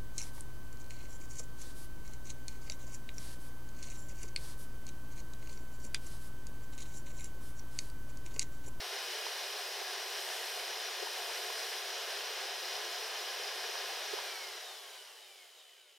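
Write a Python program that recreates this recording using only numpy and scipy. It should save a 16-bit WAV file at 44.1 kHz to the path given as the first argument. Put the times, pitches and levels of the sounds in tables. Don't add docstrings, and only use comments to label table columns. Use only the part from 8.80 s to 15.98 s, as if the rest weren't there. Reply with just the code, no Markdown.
import sys
import numpy as np
from scipy import signal
from scipy.fft import rfft, irfft, next_fast_len
from scipy.io import wavfile

SR = 44100
rng = np.random.default_rng(int(sys.argv[2]) if len(sys.argv) > 2 else 0)


def put_to_file(sound):
    columns = np.atleast_2d(sound).T
    safe = np.clip(columns, -1, 1)
    whole_steps = np.round(safe * 32767)
    wavfile.write(sys.argv[1], SR, whole_steps.astype(np.int16))


N = 316638
TIME = np.arange(N) / SR
PADDED = next_fast_len(N + SR // 10, True)
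FREQ = np.maximum(np.fft.rfftfreq(PADDED, 1 / SR), 1)

# time in seconds, speed in turns/s.
RUNNING = [(2.3, 207.45), (3.5, 207.8)]
OFF_S, DRAG_S, FRICTION_HZ_PER_S = 5.4035, 2.2992, 33.83

# frequency in Hz, relative level in dB.
AIR = [(370, 0.5), (430, 2), (520, -1.5), (780, 1.5), (850, -1), (1020, -2), (1180, -4), (1420, -3),
       (1650, 1), (2450, -4), (4300, -1.5), (4700, -8), (6000, -13.5), (7200, -29)]
# frequency in Hz, width in Hz, relative level in dB.
VENTS = [(719, 22.4, 5), (2986, 270, -1), (5075, 130, 4.5), (5713, 136, 3), (6654, 63, -4.5)]
# multiple of shaft speed, rms level in dB before the sway.
FAN_TONES = [(5, -63), (6, -73), (7, -68), (8, -63), (17, -71), (18, -68)]
# time in seconds, gain in dB.
FAN_SWAY = [(0, -1.5), (2.5, -3.5), (3.5, -0.5), (5.3, 3)]

SLOT_COUNT = 12
# harmonic of slot rate, full-speed rms in dB before the frame, fade exponent.
WHINE = [(1, -52.5, 2.7), (2, -52.5, 2.2), (3, -58.5, 1.8), (4, -55.5, 1.85), (5, -54.5, 2.1)]
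# frequency in Hz, width in Hz, peak gain in dB.
FRAME = [(1540, 300, -1), (2170, 110, 4), (2350, 210, 0), (2740, 200, -3), (2985, 150, 3), (3420, 260, -2),
         (3735, 240, 7), (4545, 110, -1.5), (4955, 140, -5), (5658, 180, -6), (6900, 1700, -15)]

# multiple of shaft speed, rms in dB relative to the rolling noise force.
RIPPLE = [(10, -22.5), (28, -24), (32, -31), (42, -27), (52, -21), (56, -30.5)]
# frequency in Hz, relative level in dB.
ROLLING = [(400, -8.5), (720, -11.5), (1200, -14.5), (1700, -13.5), (1900, -10.5), (2200, -9), (2820, -9),
           (3050, 1.5), (3220, -4), (3800, -10), (4100, -13), (5200, -7.5), (5600, -19.5), (6700, -10.5),
           (8000, -23.5)]
SLIP_TURNS = 0.0022

# frequency in Hz, relative level in dB.
BRUSH = [(3000, 2), (6800, -1), (8050, 4.5), (8550, 0), (9100, 2.5), (9400, 6.5), (9900, 3), (11700, 0.5),
         (13050, 2.5), (13300, -7.5), (14300, -4.5), (14650, -4.5), (15100, -14.5)]
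# frequency in Hz, width in Hz, relative level in dB.
SPRINGS = [(12460, 80, 5), (13920, 90, 8), (14630, 110, -0.5)]
# multiple of shaft speed, rms in dB relative to the unchopped rubbing noise.
BUZZ = [(45, -25.5), (60, -28), (61, -24), (72, -22.5), (84, -21)]
# start in seconds, length in seconds, swell in dB.
RUBS = [(1.33, 0.49, 3), (2.32, 0.66, 2.5)]
RUB_RAMP_S = 0.14
BRUSH_DB, SETTLE_DB_PER_S = -50.5, -0.25

# frequency in Hz, width in Hz, relative level in dB.
HOUSING = [(3020, 110, 0), (3890, 170, -5.5)]

# frequency in Hz, side minus mid in dB.
WIDTH = [(380, -15), (700, -19.5), (900, -11.5), (1400, -16), (2000, -26.5), (2700, -10.5), (3050, -24),
         (3500, -13.5), (4300, -1.5), (4700, -11.5), (5050, -12.5), (5650, -17), (7000, -5), (9000, -3),
         (15000, 1)]
# frequency in Hz, left minus right gain in dB.
LEAN = [(380, -1), (700, 0.55), (2400, -0.51), (4400, 1.5), (8000, -0.16), (15000, -.7)]
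# time in seconds, peak in dB before the recorder, pitch in Hz, decay in seconds,
# capsule (0 left, 1 right).
POPS = [(0.4674, -23.5, 950, 0.001, 1), (1.0202, -22.5, 576, 0.00058, 1), (2.2286, -26.5, 436, 0.0019, 0),
        (2.2338, -28, 437, 0.0019, 0), (2.273, -29, 940, 0.0026, 0), (2.4991, -30, 930, 0.0025, 0),
        (2.703, -25, 1050, .0006, 1), (4.895, -27, 400, 0.0023, 0), (4.956, -22.5, 1020, 0.00055, 1),
        (5.3396, -23.5, 410, 0.0035, 1), (5.3888, -25, 980, 0.0017, 1)]
# frequency in Hz, gain in dB.
LOW_CUT = [(30, -57), (150, -53), (225, -50.5), (275, -40), (320, -24.5), (355, -4), (380, -1)]
TOP_HZ = 15750


def undb(db):
    return np.exp(np.asarray(db) * (np.log(10) / 20))


def unit(x):
    return x / np.sqrt(np.mean(x ** 2))


def curve(rows):
    return np.interp(TIME, *np.transpose(rows))


def colour(points):
    hz, db = np.transpose(points)
    return undb(np.interp(np.log(FREQ), np.log(hz), db))


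def resonances(modes):
    return sum(undb(db) / (1 + 1j * (FREQ ** 2 - hz ** 2) / (FREQ * width_hz))
               for hz, width_hz, db in modes)


def shape(x, response):
    return irfft(rfft(x, PADDED) * response, PADDED)[..., :N]


def noise(response=1):
    return shape(rng.standard_normal(N), response)


def walk(rate_hz):
    smooth = signal.resample(rng.standard_normal(1024), 8192)
    place = TIME * rate_hz * 8
    return unit(np.interp(place, np.arange(len(smooth)), smooth))


def tones(rows, turns, waver_db):
    start_turns = rng.random(len(rows))
    total = 0
    for (multiple, db), start in zip(rows, start_turns):
        gain = undb(db + waver_db * walk(14))
        total = total + gain * np.sin(2 * np.pi * (round(multiple) * turns + start))
    return np.sqrt(2) * total


def shaft():
    coasted_s = np.maximum(TIME - OFF_S, 0)
    friction_hz = FRICTION_HZ_PER_S * DRAG_S
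    return (curve(RUNNING) + friction_hz) * np.exp(-coasted_s / DRAG_S) - friction_hz


def fan(speed, turns, air_db=-40.0, power=3.36, flutter_db=0.59):
    vent_power = sum(np.abs(resonances([vent])) ** 2 for vent in VENTS)
    spectrum = np.sqrt(colour(AIR) ** 2 + vent_power)
    rush = unit(noise(spectrum)) * undb(air_db + flutter_db * walk(16))
    hum = tones(FAN_TONES, turns, waver_db=3.0) * undb(curve(FAN_SWAY))
    return (rush + hum) * speed ** power


def rotor(speed, turns, waver_db=1.1):
    slots = SLOT_COUNT * turns
    whine = sum(tones([(k, db)], slots, waver_db) * speed ** power for k, db, power in WHINE)
    frame = sum(undb(db) / (1 + ((FREQ ** 2 - hz ** 2) / (FREQ * width_hz)) ** 2)
                for hz, width_hz, db in FRAME)
    return shape(whine, frame)


def scratches(speed, turns, count=90):
    spots = rng.random(count)
    angles = (np.arange(int(turns[-1]) + 1)[:, None] + spots).ravel()
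    angles = angles + SLIP_TURNS * rng.standard_normal(len(angles))
    at = np.interp(angles[angles < turns[-1]], turns, np.arange(N))
    size = 1 + 0.54 * rng.standard_normal(len(at))
    whole, part = at.astype(int), at % 1
    ticks = np.bincount(whole, size * (1 - part), N + 1)
    ticks = ticks + np.bincount(whole + 1, size * part, N + 1)
    return unit((ticks[:N] - ticks.mean()) / np.sqrt(speed))


def bearings(speed, turns, roll_db=-50, power=1.21, worn_db=-5, throb=0.23, flutter_db=1.1):
    load = (1 + throb * np.sin(2 * np.pi * turns)) * undb(flutter_db * walk(23))
    worn = undb(worn_db) * scratches(speed, turns)
    force = noise() + worn + tones(RIPPLE, turns, waver_db=4.0)
    return undb(roll_db) * unit(shape(force, colour(ROLLING))) * load * speed ** power


def contact():
    swells_db = 0
    for start_s, length_s, db in RUBS:
        inside_s = np.minimum(TIME - start_s, start_s + length_s - TIME)
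        swells_db = swells_db + db * np.clip(inside_s / RUB_RAMP_S + 0.5, 0, 1)
    return BRUSH_DB + SETTLE_DB_PER_S * TIME + swells_db


def brushes(speed, turns, scratch_db=-8, chop=0.36, flutter_db=0.52, power=1.37,
            top_hz=11000, top_power=0.7):
    bar_phase = 2 * np.pi * SLOT_COUNT * turns
    rub = noise() * (1 + chop * np.sin(bar_phase))
    rub = rub + undb(scratch_db) * scratches(speed, turns)
    rub = rub + tones(BUZZ, turns, waver_db=3.0)
    hiss = unit(shape(rub, colour(BRUSH)) + noise(resonances(SPRINGS)))
    body = shape(hiss, 1 / (1 + (FREQ / top_hz) ** 10))
    dulled = body + (hiss - body) * speed ** top_power
    return dulled * speed ** power * undb(contact() + flutter_db * walk(25))


def housing(speed, ring_db=-63, power=0.62, flutter_db=3.0):
    ring = unit(noise(resonances(HOUSING)))
    return ring * undb(ring_db + flutter_db * walk(12)) * speed ** power


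def microphones(x, direct=0.35, room_t60_s=0.7):
    echoes = rng.standard_normal(SR) * np.exp(-np.log(1000) * TIME[:SR] / room_t60_s)
    reflected = signal.fftconvolve(x, echoes / np.linalg.norm(echoes))[:N]
    share = np.clip(direct, 0, 1)
    quarter_cycle_ahead = shape(x, 1j)
    side = share * quarter_cycle_ahead + np.sqrt(1 - share ** 2) * reflected
    side = shape(side, colour(WIDTH))
    lean = np.sqrt(colour(LEAN))
    return np.array([shape(x + side, lean), shape(x - side, 1 / lean)])


def draught(speed, buffet_db=-57, gust_db=5.0, power=2.0):
    eddies = colour([(350, 3), (900, -5), (1500, -10.5), (3000, -28.0)])
    out = np.array([unit(unit(noise(eddies)) * undb(gust_db * walk(60))) for _ in range(2)])
    out = out * undb(buffet_db) * speed ** power
    for pop_s, db, hz, decay_s, capsule in POPS:
        near = np.abs(TIME - pop_s) < 0.03
        age_s = TIME[near] - pop_s
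        pop = np.exp(-np.abs(age_s) / decay_s) * np.cos(2 * np.pi * hz * age_s)
        out[round(capsule), near] += undb(db) * pop
    return out


def scene(wobble=0.0002):
    hz = shaft() * (1 + wobble * walk(9))
    speed, turns = hz / hz[0], np.cumsum(hz) / SR
    spindle = fan(speed, turns) + rotor(speed, turns) + bearings(speed, turns)
    spindle = spindle + brushes(speed, turns) + housing(speed)
    return microphones(spindle) + draught(speed)


def record(dry):
    fade = np.clip(np.minimum(TIME, TIME[-1] - TIME) / 0.004, 0, 1)
    top_cut = signal.ellip(10, 0.1, 70, TOP_HZ, fs=SR, output="sos")
    return signal.sosfilt(top_cut, shape(dry, colour(LOW_CUT)) * fade)


dry = scene()
out = record(dry)
put_to_file(out)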